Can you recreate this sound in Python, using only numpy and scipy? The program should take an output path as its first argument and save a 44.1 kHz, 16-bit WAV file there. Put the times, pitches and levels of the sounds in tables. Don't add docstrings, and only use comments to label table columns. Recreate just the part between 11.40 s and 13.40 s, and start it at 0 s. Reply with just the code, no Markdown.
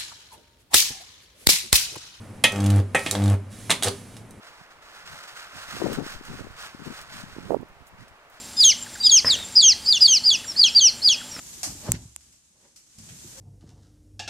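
import sys
import numpy as np
from scipy import signal
from scipy.fft import rfft, irfft
from scipy.io import wavfile
from scipy.ndimage import uniform_filter1d

SR = 44100
rng = np.random.default_rng(int(sys.argv[2]) if len(sys.argv) > 2 else 0)


def dump(signal):
    limited = np.clip(np.atleast_2d(signal).T, -1, 1)
    pcm = np.round(limited * 32767).astype(np.int16)
    wavfile.write(sys.argv[1], SR, pcm)


N = 88200
T = np.arange(N) / SR


def undb(db):
    return 10 ** (np.asarray(db) / 20)


def unit(x):
    return x / np.sqrt(np.mean(x ** 2))


def burst(x):
    return x / np.sqrt(np.sum(x ** 2, axis=-1, keepdims=True))


def curve(rows):
    return undb(np.interp(T, *np.array(rows).T))


def delay(x, s):
    turn = np.exp(-1j * np.pi * np.arange(N + 1) * s * SR / N)
    return irfft(rfft(x, 2 * N) * turn)[..., :N]


def colour(x, points):
    hz, db = np.array(points).T
    f = np.maximum(np.arange(N + 1) * SR / (2 * N), 1)
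    log_gain = np.log(undb(np.interp(np.log(f), np.log(hz), db)))
    cepstrum = irfft(log_gain)
    cepstrum[1:N] *= 2
    cepstrum[N + 1:] = 0
    return irfft(rfft(x, 2 * N) * np.exp(rfft(cepstrum)))[..., :N]


def noise(points, side):
    middle, difference = rng.standard_normal((2, N))
    stereo = np.array([middle + side * difference, middle - side * difference])
    return unit(colour(stereo, points))


def grains(per_s, scatter_db):
    hit = rng.random((2, N)) < per_s / SR
    sign = np.sign(rng.standard_normal((2, N)))
    size = undb(scatter_db * np.minimum(rng.exponential(size=(2, N)), 5))
    return unit(hit * sign * size)


def fade(t60):
    return np.exp(-np.log(1000) * T / t60)


def ring(hz, t60):
    return np.sin(2 * np.pi * hz * T) * fade(t60)


def high_pass(x, hz):
    return signal.sosfilt(signal.butter(2, hz, "high", fs=SR, output="sos"), x)


def rustle():
    # t/s, level/dB
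    brushing = [(0, -44.5), (.14, -43.5), (.22, -44.5), (.39, -44.5), (.47, -44), (.52, -46.5), (.6, -52),
                (.68, -54), (.78, -59), (.86, -56.5), (1.0, -60.5), (1.16, -62.5), (1.26, -59.5),
                (1.35, -62), (1.47, -59), (1.65, -49), (1.85, -46), (2, -45.5)]
    # f/Hz, level/dB
    leaf_colour = [(300, -9.5), (900, -11.5), (2000, -11.5), (3500, -8), (5000, -5.5), (6600, 0.5),
                   (8000, -1.5), (10000, -9), (12000, -13.5), (14000, -28.5), (15200, -51.5)]
    # f/Hz, level/dB
    fizz_colour = [(6000, -38), (10000, 0), (11500, 3), (14300, 4), (15200, -57)]
    grains_per_s, scatter_db, flicker_db = 9000, 1, 0.58
    ticks_per_s, tick_db, tick_t60_s = 59, -11.5, 0.067
    fizz_db, fizz_full_db = -14.5, -46.5

    flutter = rng.standard_normal(N)
    for _ in range(2):
        flutter = uniform_filter1d(flutter, size=700)
    flutter = unit(flutter)

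    crackle = grains(grains_per_s, scatter_db)
    starts = (rng.random(N) < ticks_per_s / SR) * rng.random(N)
    tick_level = signal.fftconvolve(starts, fade(tick_t60_s))[:N]
    ticks = unit(tick_level * rng.standard_normal((2, N)))
    leaves = unit(colour(crackle + undb(tick_db) * ticks, leaf_colour))

    level = curve(brushing)
    fizz = unit(colour(grains(grains_per_s, scatter_db), fizz_colour))
    fizz_share = undb(fizz_db) * level / undb(fizz_full_db)
    return (leaves + fizz_share * fizz) * level * undb(flicker_db * flutter)


def background():
    # t/s, level/dB
    rumble_level = [(0, -55), (.22, -54), (.29, -42), (.4, -52), (.47, -46.5), (.54, -39.5), (.62, -47.5),
                    (.74, -69), (.9, -65), (1.0, -71.5), (1.55, -68), (1.6, -55.5), (2, -57)]
    # f/Hz, level/dB
    rumble_colour = [(20, -8), (45, 6.5), (70, 2), (130, -2.5), (220, -4.5), (330, -9), (480, -23),
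                     (900, -21.5), (2500, -66)]
    # t/s, level/dB
    rub_level = [(1.56, -98), (1.59, -49), (1.66, -55.5), (1.72, -47), (1.8, -61), (1.87, -51), (2, -69)]
    # f/Hz, level/dB
    rub_colour = [(40, -39), (80, -4), (115, 2.5), (175, -4), (240, -6), (330, -20.5), (600, -27.5),
                  (2000, -54)]
    # f/Hz, level/dB
    air_colour = [(20, 23), (65, 1.5), (120, -2.5), (300, -0.5), (600, -11.5), (1500, -41), (5000, -20),
                  (14000, -50)]
    moving_side, air_side, air_db = 0.18, 0.54, -72.5

    rumble = noise(rumble_colour, moving_side) * curve(rumble_level)
    rubbing = noise(rub_colour, moving_side) * curve(rub_level)
    return rumble + rubbing + undb(air_db) * noise(air_colour, air_side)


def knocks():
    # t/s, level/dB, f/Hz of the note
    knock_rows = [(0.173, -47, 341), (0.269, -34.5, 281.5), (0.351, -42, 290), (1.844, -41, 347)]
    t60_s, rise_s = 0.088, 0.0029
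    out = 0
    for s, db, hz in knock_rows:
        note = ring(hz, t60_s) * (1 - np.exp(-T / rise_s))
        out = out + undb(db) * delay(note, s)
    return out


def twigs():
    # t/s, level/dB, woody body below 4 kHz level/dB, knock of the stem level/dB
    crack_rows = [(0.2314, 0, -3, 0), (.2432, -12, 0.5, 0), (.808, -30, 1.5, -20), (0.924, -30, 0, -36),
                  (1.3608, -22.5, -2, -17), (1.524, -38.5, 5, -9), (1.585, -22.5, -1.5, -12),
                  (1.69, -22.5, 7, -3)]
    # f/Hz, level/dB
    bright_colour = [(3000, -26.5), (3900, -11.5), (4400, -3.5), (5500, 0), (6800, -2), (8400, -3.5),
                     (10000, -11.5), (11500, -12), (13000, -16), (14400, -38), (15300, -62)]
    # f/Hz, level/dB
    wood_colour = [(300, -39), (900, -20), (1500, -11.5), (2000, -12), (3300, -7), (5000, -16),
                   (12000, -45), (15500, -81)]
    # f/Hz, level/dB
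    stem_colour = [(300, -36), (520, -17), (630, -5.5), (700, -9), (790, -2.5), (950, -11), (1200, -6),
                   (1450, -26), (3000, -48), (15500, -77)]
    crack_db = 5
    splinters_per_s, scatter_db, splinter_s, splinter_db = 6000, 9, 0.002, 7
    room_t60_s, room_build_s, room_db = 0.3, 0.0014, 7.5

    bright = wood = stem = 0
    for s, db, wood_db, stem_db in crack_rows:
        splinters = burst(grains(splinters_per_s, scatter_db) * np.exp(-T / splinter_s))
        crack = burst(signal.unit_impulse(N) + undb(splinter_db) * splinters)
        reflections = grains(per_s=12000, scatter_db=-1.5)
        room = burst(reflections * fade(room_t60_s) * (1 - np.exp(-T / room_build_s)))
        heard = undb(db + crack_db) * delay(crack + undb(room_db) * room, s)
        bright = bright + heard
        wood = wood + undb(wood_db) * heard
        stem = stem + undb(stem_db) * heard
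    return colour(bright, bright_colour) + colour(wood, wood_colour) + colour(stem, stem_colour)


def scuffs():
    # t/s of the peak, level/dB, rise/s, fall/s, gritty treble level/dB, f/Hz of the hollow
    scuff_rows = [(0.467, -47.5, 0.041, 0.0092, 1.5, 865), (0.488, -35, 0.013, .016, -10.5, 650),
                  (0.551, -54.5, 0.016, 0.014, 13.5, 566), (1.16, -72.5, 0.024, 0.052, -1, 620),
                  (1.251, -66, 0.029, 0.042, 1, 566), (1.98, -57, 0.036, 0.069, 2.5, 557)]
    # f/Hz, level/dB
    scuff_colour = [(150, 0.5), (370, -2), (470, -3), (650, -2), (900, -0.5), (1200, -8), (1800, -18),
                    (3500, -53)]
    # f/Hz, level/dB
    grit_colour = [(700, -20), (1600, 13.5), (2500, 9), (3600, 7), (5500, 10.5), (7000, 0), (10000, -67),
                   (14000, -59)]
    side, rub_db, hollow_db, hollow_t60_s = 0.29, 2, -2, 0.06

    rub = noise(scuff_colour, side)
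    grit = unit(colour(grains(per_s=6000, scatter_db=-0.5), grit_colour))
    out = 0
    for s, db, rise_s, fall_s, grit_db, hz in scuff_rows:
        swell = np.exp(-np.maximum((s - T) / rise_s, (T - s) / fall_s))
        hollow = unit(signal.fftconvolve(rub, ring(hz, hollow_t60_s)[None])[:, :N])
        rubbed = undb(rub_db) * rub + undb(hollow_db) * hollow + undb(grit_db) * grit
        out = out + undb(db) * swell * rubbed
    return out


def bumps():
    # t/s, level/dB, length of the push/s
    bump_rows = [(0.4898, 0.5, 0.00324), (0.5055, -3, .006), (0.5396, -4, 0.0033), (0.653, -15.5, 0.0065),
                 (1.581, -27, 0.0036)]
    # f/Hz, level/dB, t60/s
    boom_modes = [(67.7, -17, 1.06), (113.5, -2.5, 0.32), (175.8, -5.5, 0.21), (214, -8.5, 0.28),
                  (246.2, -3.5, .28), (300, -16.5, 0.13), (354, -1, 0.12), (537, -9, .12)]
    thud_hz, thud_t60_s, thud_low_hz = 130, 0.028, 56.4
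    thud_db, boom_db = -11.5, -29

    thud = high_pass(ring(thud_hz, thud_t60_s), thud_low_hz)
    boom = sum(undb(db) * ring(hz, t60) for hz, db, t60 in boom_modes)
    body = undb(thud_db) * thud + undb(boom_db) * boom
    force = 0
    for s, db, push_s in bump_rows:
        push = np.sin(np.pi * np.minimum(T / push_s, 1)) ** 2
        force = force + undb(db) * delay(push / push.sum(), s)
    return signal.fftconvolve(force, body)[:N]


def snaps():
    # t/s, level/dB, body below 6 kHz level/dB, second click after/s, its level/dB,
    # body left minus right/dB, left port later by/s, top treble level/dB
    snap_rows = [(0.5193, 14.5, -17, 0.000258, -10, -4.5, 0.000449, -1),
                 (0.7622, -5, -17, .00012, -27, 20.5, 0.000377, -9)]
    # f/Hz, level/dB
    left_colour = [(3000, -41), (5300, -12.5), (6000, -4), (6900, 5), (8000, -7), (9400, -34),
                   (10500, -9.5), (13500, -12), (16000, -25)]
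    # f/Hz, level/dB
    right_colour = [(3000, -23), (5300, -8), (6400, -5.5), (7600, 9), (8700, 2.5), (9600, 3.5),
                    (12000, -0.5), (14500, 0.5), (16000, -25)]
    # f/Hz, level/dB
    body_colour = [(200, -37), (500, -10.5), (900, 5), (1700, -0.5), (2800, 6), (3700, -4), (4700, -11),
                   (5500, -19), (6500, -47)]
    shelf_hz = (9100, 12400)

    out = 0
    for s, db, body_db, gap_s, second_db, pan_db, lag_s, top_db in snap_rows:
        shelf = list(zip(shelf_hz, (0, top_db)))
        click = colour(delay(signal.unit_impulse(N), s), shelf)
        click = click + undb(second_db) * delay(click, gap_s)
        body = undb(body_db) * colour(click, body_colour)
        left = delay(colour(click, left_colour) + undb(pan_db / 2) * body, lag_s)
        right = colour(click, right_colour) + undb(-pan_db / 2) * body
        out = out + undb(db) * np.array([left, right])
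    return out


def scene():
    return rustle() + background() + knocks() + twigs() + scuffs() + bumps() + snaps()


def record(dry):
    low_cut_hz, ceiling, top_hz = 61, 0.85, 16300
    clipped = np.clip(high_pass(dry, low_cut_hz), -ceiling, ceiling)
    top_cut = signal.ellip(8, 0.2, 70, top_hz, fs=SR, output="sos")
    return signal.sosfilt(top_cut, clipped)


dry = scene()
out = record(dry)
dump(out)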